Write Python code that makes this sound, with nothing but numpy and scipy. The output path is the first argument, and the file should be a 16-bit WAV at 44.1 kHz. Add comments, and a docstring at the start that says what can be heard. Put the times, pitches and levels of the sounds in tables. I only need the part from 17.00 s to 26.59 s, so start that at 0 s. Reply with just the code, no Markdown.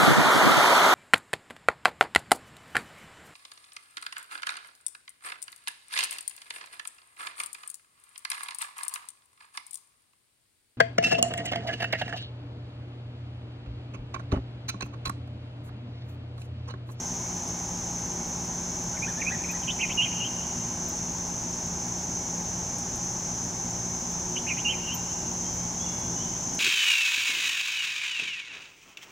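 """Night in a walled yard. Throughout, crickets rasp their wings in one high trill over the hum and rush
of air conditioners and a thin hiss. From 0.5 s grit ticks faintly; from 1.3 s a bat sweeps overhead.
Near 2 s a songbird chatters twice, then sings a burry phrase, the two sides of its syrinx beating,
and echoes off a wall. It sings the phrase again at 7.4 s. From 8.4 s another bird whistles far away."""
import sys
import numpy as np
from scipy import signal
from scipy.fft import rfft, irfft
from scipy.io import wavfile
from scipy.ndimage import map_coordinates

SR = 44100
rng = np.random.default_rng(int(sys.argv[2]) if len(sys.argv) > 2 else 0)


def int16_out(signal):
    """Quantize to a 16-bit WAV file."""
    q = np.round(np.clip(np.atleast_2d(signal).T, -1, 1) * 32767)
    wavfile.write(sys.argv[1], SR, q.astype(np.int16))


N = 422919
TIME_S = np.arange(N) / SR
FREQS_HZ = np.fft.rfftfreq(N, 1 / SR)
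YARD_T60_S = 2.15


def from_db(db):
    """Decibels to gain."""
    return 10 ** (np.asarray(db) / 20)


def unit_rms(x):
    """Scale to unit power."""
    return x / np.sqrt(np.mean(x ** 2) + 1e-20)


def over_hz(points):
    """Interpolate (Hz, value) rows on a log-frequency axis."""
    hz, value = np.transpose(points)
    return np.interp(np.log(FREQS_HZ + 1e-3), np.log(hz), value)


def coloured(x, spectrum_db):
    """Shape a steady sound's spectrum; unit power."""
    return unit_rms(irfft(rfft(x) * from_db(over_hz(spectrum_db)), N))


def drift(turns_per_s):
    """Smooth random curve; unit power."""
    points = rng.standard_normal(N // 40)
    coarse = map_coordinates(points, [TIME_S[::12] * turns_per_s + 2], order=2, mode="wrap")
    return np.interp(TIME_S, TIME_S[::12], unit_rms(coarse))


def stereo_noise(correlation):
    """White noise with a left-right correlation: one value, or one per frequency."""
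    mid, side = rfft(rng.standard_normal((2, N)))
    return irfft(np.sqrt(1 + correlation) * mid + np.sqrt(1 - correlation) * np.array([side, -side]), N)


def phase_of(hz):
    """Running phase of a moving frequency."""
    return 2 * np.pi * np.cumsum(hz) / SR


def reverberation(x, t60_s, build_s=0.011):
    """Diffuse tail, different at each ear, building up over the first reflections."""
    age_s = np.arange(2 * SR) / SR
    tail = rng.standard_normal((2, 2 * SR)) * from_db(-60 * age_s / t60_s)
    tail *= np.minimum(age_s / build_s, 1)
    tail /= np.sqrt(np.sum(tail ** 2, axis=1, keepdims=True))
    return signal.fftconvolve(x[None], tail, axes=1)[:, :N]


# Hiss spectrum. Each row: frequency in Hz, relative density in dB.
HISS_SPECTRUM = [(2000, -14), (5000, 1.5), (9000, 0.5), (12000, -4.5), (15500, -6)]


def hiss(level_db):
    """Thin, steady high noise, nearly the same at both ears."""
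    return from_db(level_db) * coloured(stereo_noise(correlation=0.97), HISS_SPECTRUM)


# Compressor and fan tones. Each row: frequency in Hz, rms level in dB, waver in Hz, throb in dB.
MOTOR_TONES = [(64.4, -54.5, 0.078, -1), (83.2, -53.5, .1, 2), (119.7, -48, 0.894, 2.5),
               (163.7, -54.5, 0.075, 2), (173.05, -52.5, 0.12, 2.5), (177.6, -43, 0.14, 0.86),
               (235.3, -52, 0.61, 3), (243.6, -54.5, 0.58, 1.5), (245.5, -59.5, 0.2, -2.5),
               (289.5, -61, 0.18, 3.5), (363.3, -53.5, 1.815, 3.5), (689, -66.5, 0.28, -4),
               (1554, -63, 0.6, 2.5), (2213, -66, 3.17, 3.5)]
# Rush of fans and town. Each row: frequency in Hz, relative density in dB.
RUSH_SPECTRUM = [(15, -22), (30, -6), (60, -4.5), (120, -0.5), (230, -3), (350, -6), (480, -10.5),
                 (620, -8.5), (720, -9), (825, -3), (900, -7), (1000, -7.5), (1200, -15), (2500, -21),
                 (4200, -24), (9000, -54)]
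# Stereo image of the rush. Each row: frequency in Hz, left-right correlation.
RUSH_CORRELATION = [(60, .9994), (190, .998), (380, .93), (700, .8), (1300, .54), (2400, .36), (4400, .3)]


def air_conditioners(rush_db):
    """Motor tones waver over the rush of moving air."""
    hum = np.zeros(N)
    for hz, level_db, waver_hz, throb_db in MOTOR_TONES:
        gain = np.sqrt(2) * from_db(level_db + throb_db * drift(8))
        hum += gain * np.sin(phase_of(hz + waver_hz * drift(6)) + rng.uniform(0, 2 * np.pi))
    rush = coloured(stereo_noise(over_hz(RUSH_CORRELATION)), RUSH_SPECTRUM)
    return hum + from_db(rush_db) * rush


# Chorus loudness. Each row: time in seconds, level in dB.
CHORUS_LEVELS = [(0.0, -34.5), (1.2, -34.5), (2.2, -33.5), (5.8, -33.5), (8.3, -33), (9.59, -32.5)]
# Stereo image of the far crowd. Each row: frequency in Hz, left-right correlation.
CROWD_CORRELATION = [(4800, 0.74), (6200, 0.91), (7000, 0.74), (7800, 0.33), (9000, 0.21)]
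# Nearest crickets. Each row: wing strokes per second, level in dB relative to the far crowd.
NEAR_STROKES = [(49.2, -15), (122.9, -12), (130.2, -12)]
# Wing resonance. Each row: frequency in Hz, relative gain in dB.
WING_RESPONSE = [(4300, -41.5), (4800, -27), (5250, -16.5), (5600, -11), (5950, -4.5), (6270, 0),
                 (6400, -3.5), (6560, -4.5), (6900, -10), (7400, -17.5), (8000, -27), (9000, -33.5),
                 (11000, -55)]


def crickets(pan_left_db, swell_db):
    """Each stroke rasps a file and excites the wing's resonance; the far crowd's strokes blur to noise."""
    rasp = stereo_noise(over_hz(CROWD_CORRELATION))
    for strokes_per_s, level_db in NEAR_STROKES:
        stroke_hz = strokes_per_s * (1 + 0.00407 * drift(2))
        stroke = np.maximum(np.sin(phase_of(stroke_hz)), 0)
        rasp += from_db(level_db) * unit_rms(stroke * rng.standard_normal(N))
    chorus_db = np.interp(TIME_S, *np.transpose(CHORUS_LEVELS)) + swell_db * drift(7)
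    pan = from_db([[pan_left_db], [-pan_left_db]])
    return from_db(chorus_db) * coloured(rasp, WING_RESPONSE) * pan


# Grit ticks. Each row: time of the peak in seconds, relative level in dB.
GRIT_TICKS = [(0.4834, -42), (1.4536, -45), (3.9659, -45), (5.7848, -36), (5.9584, -40), (6.0454, -42),
              (6.4394, -42), (8.993, -41), (9.5492, -37)]


def grit(attack_s, decay_s, centre_hz, gain_db):
    """Small grains crunch in short, soft bursts."""
    bursts = np.zeros(N)
    for peak_s, level_db in GRIT_TICKS:
        tau_s = np.where(TIME_S < peak_s, attack_s, decay_s)
        bursts += from_db(level_db) * np.exp(-np.abs(TIME_S - peak_s) / tau_s)
    band = signal.butter(2, [centre_hz * .75, centre_hz * 1.27], "band", fs=SR, output="sos")
    return from_db(gain_db) * signal.sosfilt(band, bursts * rng.standard_normal(N))


# Bat calls. Each row: start in seconds, peak level in dB.
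BAT_SWEEPS = [(1.266, -55), (1.822, -56), (2.504, -44), (2.925, -52), (3.878, -45), (5.955, -55),
              (7.106, -53), (7.937, -34), (8.530, -53)]


def bat(start_hz, end_hz, length_s, tail_db):
    """Quick downward sweeps; air absorbs such high notes, so the tail is short."""
    along = np.arange(int(length_s * SR)) / SR / length_s
    sweep = np.sin(phase_of(start_hz + (end_hz - start_hz) * along)) * np.sin(np.pi * along)
    calls = np.zeros(N)
    for start_s, peak_db in BAT_SWEEPS:
        at = int(start_s * SR)
        calls[at:at + len(sweep)] += from_db(peak_db) * sweep
    return calls + from_db(tail_db) * reverberation(calls, t60_s=0.15)


# Bird syllables by name. Each row: pitch glide in Hz, crest position 0-1, swell to the crest in dB,
# fade after it in dB, lower voice's gain 0-1 at the start, the same at the end.
SYLLABLE_SHAPES = { "lead-in": ([1680, 1860], .6, 3, 3, .05, .05), "flick": ([2900, 2330, 2050],
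                   0.53, 12, 9, .4, .5), "rise": ([2152, 2424, 2480, 2590, 2202], 0.45, 12, 20, .03, 0.26),
                   "low arch": ([1450, 1750, 2010, 1884, 1598], 0.59, 8, 13, .2, .2),
                   "chip": ([3100, 3050, 2925, 2974, 3620, 3360], 0.47, 15, 26, 0.64, 0.46),
                   "burry arch": ([2353, 2654, 2993, 2560, 2503, 2380], 0.87, 11.5, 5, 0.82, 0.23),
                   "slur": ([2400, 2524, 2900, 2900], .35, 7, 10, 0.85, .9),
                   "long note": ([2896, 2833, 2840, 3020, 3140, 3080], 0.22, 8, 6.3, .05, 0.53),
                   "drop": ([2950, 2650], .3, 2, 8, 0.55, .5), "whistle": ([3230, 3326, 3380, 3370],
                   .55, 12, 6, 0, 0), "scoop": ([2970, 2990, 3060, 3360], .5, 3, 2, 0, 0)}


def syrinx(calls, edge_s=0.0031):
    """Each syllable opens, glides, swells, fades and closes; returns pitch, gain and lower-voice gain."""
    pitch_hz, gain, lower_gain = np.zeros((3, N))
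    for start_s, name, length_s, peak_db, pitch_ratio in calls:
        glide_hz, crest, swell_db, fade_db, lower_start, lower_end = SYLLABLE_SHAPES[name]
        along = np.linspace(0, 1, int(length_s * SR))
        at = int(start_s * SR)
        span = slice(at, at + len(along))
        from_crest = np.interp(along, [0, crest, 1], [-1, 0, 1])
        sag_db = np.where(from_crest < 0, swell_db, fade_db) * from_crest ** 2
        opening = np.minimum(np.minimum(along, 1 - along) * length_s / edge_s, 1)
        pitch_hz[span] = pitch_ratio * np.interp(along, np.linspace(0, 1, len(glide_hz)), glide_hz)
        gain[span] = from_db(peak_db - sag_db) * opening
        lower_gain[span] = lower_start + (lower_end - lower_start) * along
    return pitch_hz, gain, lower_gain


# Far song. Each row: start in seconds, syllable, length in seconds, dry crest level in dB, pitch ratio.
FAR_SONG = [(8.43, "whistle", .07, -54, .95), (8.79, "whistle", .068, -47.5, 1.01),
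            (8.859, "drop", .022, -47.5, 1.01), (9.158, "scoop", 0.082, -50.5, 1.0)]


def distant_bird(tail_db, waver):
    """Thin, slightly wavering whistle with a long tail."""
    pitch_hz, gain, _ = syrinx(FAR_SONG)
    whistle = np.sqrt(2) * gain * np.sin(phase_of(pitch_hz * (1 + waver * drift(150))))
    return whistle + from_db(tail_db) * reverberation(whistle, YARD_T60_S)


# Paths from songbird to listener. Each row: delay in seconds, left gain in dB, right gain in dB.
YARD_PATHS = [(0.0, -8, -2.5), (.0043, -13, -25), (0.012, -18, -21), (0.0203, -28, -20), (.171, -25, -23),
              (.223, -12, -16.5), (.405, -32, -32)]


def yard(x, tail_db):
    """Direct sound, distinct reflections off ground and walls, then the diffuse tail."""
    arrivals = np.zeros((2, N))
    for delay_s, left_db, right_db in YARD_PATHS:
        lag = int(delay_s * SR)
        arrivals[:, lag:] += from_db([[left_db], [right_db]]) * x[:N - lag]
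    return arrivals + from_db(tail_db) * reverberation(x, YARD_T60_S)


# Near song. Each row: start in seconds, syllable, length in seconds, dry crest level in dB, pitch ratio.
SONGBIRD_CHATTER_AND_PHRASES = [ (1.936, "lead-in", .027, -41, 0.84), (1.965, "flick", .018, -37, 0.92),
                                (2.019, "rise", .038, -25.5, 0.99), (2.062, "low arch", .05, -35.5, .9),
                                (2.171, "lead-in", .036, -39, 1.0), (2.212, "flick", .02, -25.5, 1.0),
                                (2.262, "rise", .04, -21.5, 1.01), (2.303, "low arch", .056, -31, 1.01),
                                (2.624, "drop", .025, -42, 1.08), (2.672, "chip", .05, -23.5, 1.0),
                                (2.79, "burry arch", .064, -22.5, 1.0), (2.892, "slur", .034, -31.5, 1.0),
                                (2.973, "long note", .083, -18.5, 1.002), (3.057, "drop", .018, -38, .96),
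                                (7.354, "chip", .042, -28, .97), (7.465, "burry arch", .065, -25, 0.98),
                                (7.566, "slur", .038, -34, 1.04), (7.647, "long note", .08, -21, .99),
                                (7.728, "drop", .024, -36, .96)]


def songbird(interval_hz, flutter, burr, octave_db):
    """The syrinx's two sides whistle a little apart and beat into a burr; low notes add their octave."""
    pitch_hz, gain, lower_gain = syrinx(SONGBIRD_CHATTER_AND_PHRASES)
    # The voices disturb each other: doubled notes are rougher.
    upper_hz = pitch_hz * (1 + (flutter + burr * lower_gain) * drift(700))
    lower_hz = upper_hz - interval_hz * (1 + .26 * drift(200))
    octave_gain = from_db(octave_db) * np.clip((2100 - pitch_hz) / 400, 0, 1)
    phase = phase_of(upper_hz)
    voices = np.sin(phase) + lower_gain * np.sin(phase_of(lower_hz)) + octave_gain * np.sin(2 * phase)
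    return gain * voices * np.sqrt(2 / (1 + lower_gain ** 2))


def scene():
    """Steady night, with small sounds and birds on top."""
    night = crickets(pan_left_db=.3, swell_db=.3) + air_conditioners(rush_db=-39) + hiss(level_db=-54.5)
    song = songbird(interval_hz=300, flutter=.006, burr=0.0478, octave_db=-12)
    near_bird = yard(song, tail_db=-16.5)
    overhead = bat(start_hz=15100, end_hz=12800, length_s=0.026, tail_db=-14)
    ground = grit(attack_s=.002, decay_s=0.0075, centre_hz=8200, gain_db=2)
    far_bird = distant_bird(tail_db=4, waver=.006)
    return night + ground + overhead + far_bird + near_bird


def record(dry):
    """Steep low-pass."""
    cutoff_hz = 15660
    return signal.sosfilt(signal.ellip(12, .1, 80, cutoff_hz, fs=SR, output="sos"), dry)


dry = scene()
out = record(dry)
int16_out(out)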